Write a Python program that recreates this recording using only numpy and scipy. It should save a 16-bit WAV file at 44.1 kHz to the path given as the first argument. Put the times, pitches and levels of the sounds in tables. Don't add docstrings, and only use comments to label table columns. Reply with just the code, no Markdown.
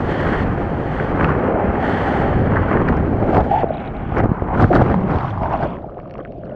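import sys
import numpy as np
from scipy import signal
from scipy.fft import rfft, irfft, next_fast_len
from scipy.io import wavfile
from scipy.ndimage import map_coordinates

SR = 44100
rng = np.random.default_rng(int(sys.argv[2]) if len(sys.argv) > 2 else 0)


def store_pcm(level_fs):
    pcm = np.round(np.clip(level_fs, -1, 1) * 32767).astype(np.int16)
    wavfile.write(sys.argv[1], SR, np.atleast_2d(pcm).T)


N = 288855

# t/s, share of the power that comes as separate drops and bubbles (0-1)
BROKEN_SHARE = [(0, 0.4), (1.0, .25), (1.25, 0.6), (1.6, 0.38), (2.3, 0.2), (2.7, 0.64), (3.2, 0.5),
                (4.6, 0.44), (6.55, 1)]


def amp(db):
    return 10 ** (np.asarray(db) / 20)


def unit(x):
    return x / np.sqrt(np.mean(x ** 2) + 1e-20)


def curves(rows):
    times, *columns = np.transpose(rows)
    return [np.interp(np.arange(N) / SR, times, column) for column in columns]


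def wobble(knots_per_s):
    knots = rng.standard_normal(int(N * knots_per_s / SR) + 4)
    return map_coordinates(knots, [np.arange(N) * knots_per_s / SR])


def colour(x, spectrum):
    size = 2 * next_fast_len(N // 2 + SR // 4)
    hz, db = np.transpose(spectrum)
    gain = amp(np.interp(np.log(np.fft.rfftfreq(size, 1 / SR) + 1), np.log(hz), db))
    cepstrum = irfft(np.log(gain), size)[:size // 2]
    cepstrum[1:] *= 2
    return irfft(rfft(x, size) * np.exp(rfft(cepstrum, size)), size)[:N]


def add(track, start_s, sound):
    span = track[round(start_s * SR):][:len(sound)]
    span += sound[:len(span)]


def swell(start_s, hold_s, attack_s, release_s):
    end_s = start_s + hold_s
    corners_s = [start_s - 8 * attack_s, start_s, end_s, end_s + 8 * release_s]
    return amp(np.interp(np.arange(N) / SR, corners_s, [-160, 0, 0, -160]))


def swells(rows, attack_s, release_s):
    power, weighted = np.zeros(N), np.zeros((len(rows[0]) - 3, N))
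    for start_s, hold_s, db, *others in rows:
        event = (amp(db) * swell(start_s, hold_s, attack_s, release_s)) ** 2
        power += event
        weighted += np.outer(others, event)
    return power, *(weighted / power)


def bubble(age, rise):
    growth = 5 * age
    envelope = (growth * np.exp(1 - growth)) ** 3
    return envelope, age * (1 + rise * age / 2)


def cloud_at(births, hz, spread, cycles, scatter_db, samples):
    size_rank, phase = rng.random((len(births), 2)).T
    pitch_hz = hz * np.exp(spread * rng.standard_normal(len(births)))
    age = np.arange(samples) / SR * pitch_hz[:, None] / cycles
    envelope, warped_age = bubble(age, rise=0.14)
    gain = amp(-scatter_db * np.log(np.maximum(size_rank, 0.02)))
    rings = gain[:, None] * envelope * np.sin(2 * np.pi * (cycles * warped_age + phase[:, None]))
    positions = births[:, None] + np.arange(samples)
    return unit(np.bincount(positions.ravel(), rings.ravel())[:N])


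def grains(count, hz, spread, cycles, scatter_db, samples):
    return cloud_at(rng.integers(0, N, count), hz, spread, cycles, scatter_db, samples)


def resonance(hz, width_hz, unsteady):
    drive = wobble(width_hz) + 1j * wobble(width_hz)
    evened = drive * (np.abs(drive) ** 2 + 1) ** ((unsteady - 1) / 2)
    phase = 2 * np.pi * np.cumsum(hz) / SR
    return unit(np.real(evened * np.exp(1j * phase)))


def pops(rows, rise):
    t = np.arange(SR // 12) / SR
    out = np.zeros(N)
    for start_s, db, hz, cycles in rows:
        envelope, warped_age = bubble(t * hz / cycles, rise)
        add(out, start_s, amp(db) * envelope * np.sin(2 * np.pi * cycles * warped_age))
    return out


def wall():
    # t/s, hold/s, relative level/dB, f/Hz
    runs = [(1.52, .13, -27.5, 725.6), (1.75, 0.549, -29.5, 792.3), (3.363, .025, -18, 762.6),
            (3.508, 0.022, -17, 764.4), (3.542, 0.036, -18, 803.3), (3.602, 0.028, -19.5, 769.4),
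            (3.655, 0.1207, -30, 712), (3.8, .25, -41, 697.4), (3.945, 0.035, -34, 710.6),
            (4.706, 0.035, -23, 621.4), (5.536, 0.027, -23.5, 760.2), (5.605, 0.021, -23.5, 720.8),
            (5.645, 0.013, -24.5, 620)]
    rest_hz, = curves([(4.5, 780.5), (6.05, 598)])
    rest_power = amp(-39.5) ** 2
    run_power, run_hz = swells(runs, attack_s=0.0143, release_s=0.04026)
    power = rest_power + run_power
    hz = (rest_power * rest_hz + run_power * run_hz) / power
    return np.sqrt(power) * resonance(hz, width_hz=255, unsteady=0.55)


def drips(hz=3770, cycles=24):
    # t/s, peak/dB
    landings = [(3.687, -48), (3.739, -41.5), (3.746, -44), (3.771, -40), (3.801, -43.5), (3.811, -49),
                (3.848, -52), (3.859, -48), (3.876, -39.5), (3.967, -45), (4.022, -53)]
    return pops([(start_s, db, hz, cycles) for start_s, db in landings], rise=0.027)


def patter():
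    # t/s, hold/s, level/dB
    showers = [(3.51, 0.12, -44.5), (3.72, 0.16, -47), (3.95, 0.21, -51), (5.25, 0.24, -59),
               (5.53, 0.22, -49), (5.97, 0.65, -70)]
    # f/Hz, relative gain/dB
    spectrum = [(1200, -52.5), (2200, 0), (3000, -6.5), (3450, -8.5), (3750, -21.5), (4500, -36.5),
                (6000, -33), (9000, -65.5)]
    cloud = grains(count=14000, hz=2900, spread=0.26, cycles=6.1, scatter_db=3, samples=260)
    power, = swells(showers, attack_s=0.025, release_s=0.036)
    return np.sqrt(power) * unit(colour(cloud, spectrum))


def spatter():
    # t/s, hold/s, level/dB
    bursts = [(1.21, 0.086, -34), (4.605, 0.042, -27), (4.735, 0.048, -29), (5.8, .4, -52.5)]
    # f/Hz, relative gain/dB
    spectrum = [(700, -16), (1200, 11.5), (1800, -6.5), (2700, -13), (3600, -22), (5000, -10.5),
                (7000, -34.5), (10000, -51.5)]
    cloud = grains(count=2200, hz=2000, spread=0.45, cycles=6.4, scatter_db=6, samples=500)
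    power, = swells(bursts, attack_s=0.0082, release_s=0.069)
    return np.sqrt(power) * unit(colour(cloud, spectrum))


def rail_power():
    # t/s, hold/s, level/dB, attack/s, release/s
    sheets = [(0.115, 0.318, -31.5, 0.18, 0.022), (0.503, 0.42, -44.5, 0.083, .1),
              (0.957, .06, -36.5, 0.23, 0.29), (1.846, 0.12, -30.5, 0.11, 1),
              (2.653, 0.071, -44.5, 0.27, 0.076), (3.51, 0.11, -38, 0.072, 0.016)]
    return sum((amp(db) * swell(start_s, hold_s, attack_s, release_s)) ** 2
               for start_s, hold_s, db, attack_s, release_s in sheets)


def rail_hiss():
    # f/Hz, relative spectral density/dB
    spectrum = [(900, -65.5), (1450, -4.5), (1700, -2), (1880, 0.5), (2080, -11.5), (2400, -23.5),
                (2750, -19.5), (3100, -14), (3600, -25.5), (3950, -41), (4300, -25.5), (4900, -40),
                (6500, -57), (10000, -100)]
    return np.sqrt(rail_power()) * unit(colour(rng.standard_normal(N), spectrum))


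def eddies(pitch_waver=0.0706, waver_db=5):
    # t/s, hold/s, relative level/dB, first f/Hz, last f/Hz
    trains = [(2.52, 0.072, -20.5, 109.7, 89.5), (2.96, 0.19, -22, 72.7, 99.3),
              (3.178, 0.078, -26, 104, 115.5), (4.92, 0.077, -19, 190, 182),
              (5.055, 0.092, -26.5, 180, 131), (5.25, 0.19, -24.5, 120, 81.3)]
    out = np.zeros(N)
    for start_s, hold_s, db, first_hz, last_hz in trains:
        glide_hz, = curves([(start_s, first_hz), (start_s + hold_s, last_hz)])
        hz = glide_hz * np.exp(pitch_waver * wobble(90))
        hum = unit(amp(waver_db * wobble(80)) * np.sin(2 * np.pi * np.cumsum(hz) / SR))
        out += amp(db) * swell(start_s, hold_s, attack_s=0.04, release_s=0.09) * hum
    return out


def gurgle(count=4000):
    # t/s, hold/s, relative level/dB, f/Hz
    swarms = [(1.41, 0.086, -25.5, 414), (1.5, 0.11, -21, 562), (3.22, 0.09, -25, 517),
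              (3.365, 0.012, -22.5, 925), (3.53, 0.066, -30.5, 739), (4.301, 0.21, -32, 1040),
              (4.512, 0.023, -23.5, 795), (4.596, 0.014, -17.5, 1137), (4.76, 0.12, -29, 966),
              (4.953, 0.16, -31, 840), (5.148, 0.1, -23, 857), (5.324, 0.062, -30.5, 915),
              (5.432, 0.037, -20.5, 780), (5.52, 0.038, -21.5, 830), (5.626, 0.013, -28.5, 1024),
              (5.699, 0.063, -33, 922), (5.83, 0.34, -51, 1080), (6.47, 0.088, -48, 1230)]
    power, hz = swells(swarms, attack_s=0.075, release_s=0.069)
    births = rng.integers(0, N, count)
    cloud = cloud_at(births, hz[births], spread=0.17, cycles=14.1, scatter_db=-0.5, samples=1200)
    return np.sqrt(power) * cloud


def plops():
    # t/s, peak/dB, f/Hz, life/cycles
    bubbles = [(.267, -16, 1360, 7), (1.2445, -12.5, 2614, 16), (1.606, -10.5, 752, 7.3),
               (2.887, -33.5, 4530, 8.7), (2.970, -41, 5130, 9.3), (3.373, -8.5, 640, 13),
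               (3.380, -12, 430, 7.8), (3.409, -16.5, 650, 16), (3.510, -16, 670, 12),
               (3.529, -19, 890, 18), (3.632, -10.5, 800, 6.2), (3.633, -6.5, 520, 5.4),
               (3.641, -5, 450, 4.6), (3.7045, -9, 600, 9.7), (4.170, -16, 1540, 5.5),
               (4.184, -35.5, 5300, 11.2), (4.704, -5, 550, 7.2), (4.706, -8, 350, 16),
               (4.712, -9.5, 690, 16), (4.732, -9, 760, 12), (4.759, -5, 400, 6.3), (4.770, -16, 1410, 7),
               (5.096, -16.5, 1201, 8.5), (5.151, -16, 789, 8), (5.375, -15, 1000, 9.8),
               (5.433, -16, 720, 10), (5.634, -14, 659, 6.5), (5.768, -33, 1800, 12),
               (5.841, -22.5, 780, 14), (5.895, -31, 1140, 8.6), (5.97, -24, 700, 8),
               (5.989, -26, 1100, 7.9), (6.057, -30, 1150, 9.1), (6.153, -26.5, 1100, 9.2),
               (6.155, -33, 2100, 7), (6.188, -23, 560, 12), (6.190, -29.5, 1130, 12),
               (6.200, -35, 1500, 6.4), (6.2502, -24.5, 1880, 4.9), (6.2565, -29, 1430, 10),
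               (6.303, -22, 560, 8.9), (6.429, -27.5, 581, 13), (6.435, -32, 1400, 7),
               (6.52, -19.5, 608, 11)]
    return pops(bubbles, rise=0.048)


def cracks(attack_s=0.0007, scatter_db=2):
    # t/s, peak/dB, tilt/(dB per octave)
    blows = [(1.2094, -16, -2), (1.2440, -7, -1), (1.3055, -14, -9), (2.887, -19.5, 2), (3.346, -16, 0),
             (3.368, -12, -4), (4.177, -28, 6), (4.7285, -10.5, -1), (4.941, -12.5, -8), (5.185, -22.5, 7),
             (5.433, -19.5, 1), (5.999, -31.5, 3), (6.076, -43, 9), (6.096, -38, 3), (6.109, -31.5, 9),
             (6.139, -32, 9), (6.180, -35, 6), (6.274, -41, 2), (6.321, -40, 11), (6.455, -43, 12)]
    # f/Hz, relative level/dB, T60/s
    case_modes = [(1220, 4, .013), (1750, -0.5, .013), (2250, -1.5, 0.01), (2735, -5, 0.0095),
                  (4400, -23.5, .009), (5500, -29.5, .008)]
    t = np.arange(SR // 25) / SR
    hz, mode_db, t60 = np.transpose(case_modes)[:, :, None]
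    onset = 1 - np.exp(-(t / attack_s) ** 2)
    modes = onset * amp(mode_db - 60 * t / t60) * np.sin(2 * np.pi * hz * t)
    out = np.zeros(N)
    for start_s, db, tilt_db in blows:
        weights = amp(tilt_db * np.log2(hz / hz[0]) + scatter_db * rng.standard_normal(hz.shape))
        ring = np.sum(weights * modes, axis=0)
        add(out, start_s, amp(db) * ring / np.abs(ring).max())
    return out


def smacks(attack_s=0.001, t60_s=0.032):
    # t/s, level/dB, lowest f/Hz, highest f/Hz
    handfuls = [(0.999, -16, 920, 2070), (1.209, -16.5, 1050, 1840), (1.303, -21, 1046, 2090),
                (2.558, -17, 890, 2010), (2.568, -8.5, 850, 1890), (2.761, -21, 840, 1860),
                (2.771, -16.5, 1013, 1940), (2.877, -18, 1250, 2390), (2.885, -19.5, 1340, 2390),
                (4.164, -21.5, 895, 2000), (4.181, -17, 900, 1900), (4.198, -16.5, 885, 1950),
                (4.243, -15.5, 620, 1330), (4.256, -15.5, 620, 1316), (4.598, -19, 950, 2170),
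                (4.733, -13.5, 1150, 1890), (4.751, -31, 2820, 5170), (4.752, -14.5, 1000, 1910),
                (4.761, -11.5, 700, 1540), (4.785, -16.5, 1100, 1810)]
    t = np.arange(SR // 12) / SR
    envelope = (1 - np.exp(-t / attack_s)) * amp(-60 * t / t60_s)
    out = np.zeros(N)
    for start_s, db, low_hz, high_hz in handfuls:
        band = signal.butter(6, [low_hz, high_hz], "bandpass", fs=SR, output="sos")
        noise = signal.sosfilt(band, rng.standard_normal(2 * len(t)))
        drops = unit(noise[len(t):])
        add(out, start_s, amp(db) * envelope * drops)
    return out


def slaps(thud_db=-2, thud_cycles=4, splatter_db=-3, splatter_t60_s=0.019):
    # t/s, relative level/dB, thud f/Hz, relative splatter level/dB
    lumps = [(.258, -2.5, 55.5, -12.5), (1.215, -3.5, 127.5, -22.5), (1.686, -0.5, 62, -24.5),
             (2.828, -6.5, 150, -20), (2.894, -8, 92.2, -23), (2.902, -0.5, 241, -25.5),
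             (3.367, -1.5, 126, -6), (3.379, -3, 200, -2), (3.385, -1, 111, -16), (3.406, 1, 68, -11.5),
             (4.121, -4, 73.8, -17.5), (4.162, -14, 183.7, 0.5), (4.203, -2, 116.2, -11.5),
             (4.237, -6.5, 92.6, -8.5), (4.257, -1, 292, -20), (4.291, -2.5, 97.3, -20.5),
             (4.316, 2, 170, -23), (4.42, -2.5, 72.8, -14), (4.422, -6.5, 498, -21.5),
             (4.625, 0.5, 108, -9), (4.635, 0.5, 99, -18.5), (4.645, 3, 93, -19.5), (4.762, -1.5, 119, -11),
             (4.795, -1.5, 123.5, -19), (4.818, -1, 103.7, -8), (4.9, -4.5, 86.7, -7.5),
             (4.942, -6.5, 178.5, 0), (5.158, -5, 79.6, -7), (5.417, -2, 82.7, -17)]
    t = np.arange(SR // 8) / SR
    thuds, splatter = np.zeros(N), np.zeros(N)
    for start_s, db, hz, bright_db in lumps:
        thud = amp(thud_db - 60 * t * hz / thud_cycles) * np.sin(2 * np.pi * hz * t)
        burst = amp(splatter_db - 60 * t / splatter_t60_s) * rng.standard_normal(len(t))
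        add(thuds, start_s, amp(db) * thud)
        add(splatter, start_s, amp(db + bright_db) * burst)
    # f/Hz, gain/dB
    thud_filter = [(10, -32.5), (45, -5), (70, -1.5), (700, 6.5), (2500, -13), (7000, -40)]
    splatter_filter = [(100, -4.5), (350, 15.5), (750, 21), (1500, 1), (2600, -17), (5500, -29.5),
                       (9000, -48.5), (12000, -66.5)]
    return colour(thuds, thud_filter) + colour(splatter, splatter_filter)


def flow_gains(rail_fizz_db=-22.5):
    # t/s, then relative level/dB of buffet, churn, spray and fizz
    steady_flow = [(0, -21, -23, -34, -57), (.36, -19, -21.5, -26.5, -55), (.55, -21, -24.5, -33.5, -63),
                   (.88, -24, -24.5, -35, -61), (1.25, -20, -20, -26.5, -58), (1.56, -23, -20.5, -30, -65),
                   (2.2, -21.5, -19.5, -27.5, -54.5), (2.42, -15, -21.5, -33, -77),
                   (2.7, -20.5, -21.5, -26.5, -63.5), (2.8, -16.5, -21.5, -28, -60),
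                   (3.14, -20, -22.5, -36.5, -65.5), (3.36, -21, -17, -29.5, -57.5),
                   (3.46, -22, -22.5, -39, -60.5), (3.66, -24, -31.5, -38.5, -69.5),
                   (3.82, -29.5, -33.5, -40.5, -70), (4.05, -23, -33, -39, -69),
                   (4.55, -27, -27.5, -39.5, -71), (4.69, -19.5, -28.5, -38, -57.5),
                   (4.88, -25, -28.5, -39.5, -59), (5.03, -20.5, -25, -36, -60),
                   (5.33, -27.5, -38.5, -41, -61.5), (5.66, -24.5, -29.5, -38.5, -57.5),
                   (5.86, -36, -37, -58.5, -74.5), (6.55, -33.5, -38.5, -63, -72)]
    # t/s, hold/s, relative churn level/dB, attack/s,
    # buffet re churn/dB, spray re churn/dB, fizz re spray/dB
    surges = [(1.234, 0.063, -31, 0.05, 10.5, 1.5, -30), (2.756, 0.026, -18, 0.05, -4.5, -22, -32),
              (2.893, 0.034, -28, .058, 12, -2.5, -31), (3.341, 0.022, -22, 0.053, -6, -6.5, -22.5),
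              (4.174, 0.029, -17, 0.06, -1.5, -8.5, -31), (4.237, 0.01, -19.5, 0.034, 7.5, -14.5, -44),
              (4.513, 0.082, -29, 0.067, 5.5, -4.5, -35), (4.603, 0.044, -14.5, 0.057, 3, -17, -16),
              (4.745, 0.022, -13.5, 0.022, -1, -12.5, -18), (4.784, 0.034, -15.5, 0.033, 1.5, -12, -30),
              (4.861, 0.064, -18.5, 0.072, -0.5, -11, -29.5), (5.104, 0.068, -24, 0.065, 5.5, -7, -22),
              (5.2, 0.11, -36, .058, 0, 1, -19), (5.428, 0.037, -32.5, 0.032, 6, -5, -19),
              (5.521, 0.034, -31.5, 0.063, 0, 1.5, -28), (5.627, .03, -26.5, .058, 2, -5.5, -23),
              (5.984, 0.013, -32, .058, -19, -30.5, -36), (6.188, 0.017, -28, .04, -7, -16.5, -23),
              (6.484, 0.11, -35.5, .058, -10, -16, -24)]
    buffet, churn, spray, fizz = amp(curves(steady_flow)) ** 2
    for start_s, hold_s, churn_db, attack_s, buffet_db, spray_db, fizz_db in surges:
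        surge = (amp(churn_db) * swell(start_s, hold_s, attack_s, release_s=0.023)) ** 2
        buffet += amp(buffet_db) ** 2 * surge
        churn += surge
        spray += amp(spray_db) ** 2 * surge
        fizz += amp(spray_db + fizz_db) ** 2 * surge
    fizz += amp(rail_fizz_db) ** 2 * rail_power()
    return np.sqrt([buffet, churn, spray, fizz])


def water(spectrum, **grain_settings):
    broken, = curves(BROKEN_SHARE)
    cloud = unit(colour(grains(**grain_settings), spectrum))
    rush = unit(colour(rng.standard_normal(N), spectrum))
    return np.sqrt(1 - broken) * rush + np.sqrt(broken) * cloud


def whitewater(flutter_depth_db=3, calming=0.83):
    # t/s, share under water (0-1)
    submersion = [(4.78, 0.08), (4.98, 0.87)]
    # f/Hz, relative gain/dB
    buffet_band = [(12, -18), (28, -6.5), (50, -2.5), (90, -2), (160, -2), (240, -7), (400, -15),
                   (900, -78.5), (2500, -120)]
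    churn_band = [(100, -17), (200, -1.5), (300, -2), (450, -2), (620, -3.5), (820, -4.5), (950, -18),
                  (1400, -29), (2500, -77), (5000, -120)]
    spray_band = [(500, -31.5), (900, 2.5), (1250, 1), (1500, 0), (1850, -5.5), (2150, -7.5), (2550, -14.5),
                  (3200, -22), (3550, -43), (5000, -55), (12000, -100)]
    foam_band = [(1500, -18.5), (2400, 0), (3200, 4.5), (3650, -2), (3950, -2), (4300, -3), (5200, -10),
                 (6300, -11), (7500, -15.5), (9000, -19), (10500, -32.5), (12500, -54)]
    sunken_band = [(1500, -13), (2400, 7.5), (3100, 5.5), (3700, -2.5), (4400, -5), (5500, -8.5),
                   (6500, -16), (7500, -20.5), (9000, -22), (12000, -58)]
    buffet_gain, churn_gain, spray_gain, fizz_gain = flow_gains()
    under, = curves(submersion)
    broken, = curves(BROKEN_SHARE)
    flutter_db = flutter_depth_db * (1 - calming * under) * broken * (wobble(45) + wobble(170))
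    buffet = unit(colour(rng.standard_normal(N), buffet_band))
    churn = water(churn_band, count=3000, hz=490, spread=0.513, cycles=4.5, scatter_db=2.5, samples=1300)
    spray = water(spray_band, count=5000, hz=1537, spread=0.42, cycles=8.6, scatter_db=2.5, samples=450)
    foam = water(foam_band, count=7000, hz=4280, spread=0.47, cycles=2.5, scatter_db=2.5, samples=200)
    sunken = water(sunken_band, count=7000, hz=4200, spread=0.33, cycles=24, scatter_db=6, samples=400)
    fizz = np.sqrt(1 - under) * foam + np.sqrt(under) * sunken
    return (buffet_gain * amp(-1) * buffet
            + churn_gain * unit(churn * amp(0.59 * flutter_db))
            + spray_gain * amp(1) * unit(spray * amp(flutter_db))
            + fizz_gain * amp(4) * unit(fizz * amp(flutter_db)))


def scene():
    bubbles = amp(-1) * gurgle() + plops()
    surf = whitewater() + rail_hiss() + patter() + spatter()
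    hums = amp(1.5) * wall() + amp(1) * eddies()
    impacts = slaps() + smacks() + cracks() + drips()
    return (hums + bubbles + impacts + surf)[None]


def record(dry, peak_limit=0.86, top_hz=12400):
    rounded = dry / (1 + np.abs(dry / peak_limit) ** 6) ** (1 / 6)
    size = next_fast_len(N + SR // 2)
    passband = np.fft.rfftfreq(size, 1 / SR) < top_hz
    return irfft(rfft(rounded, size) * passband, size)[..., :N]


dry = scene()
out = record(dry)
store_pcm(out)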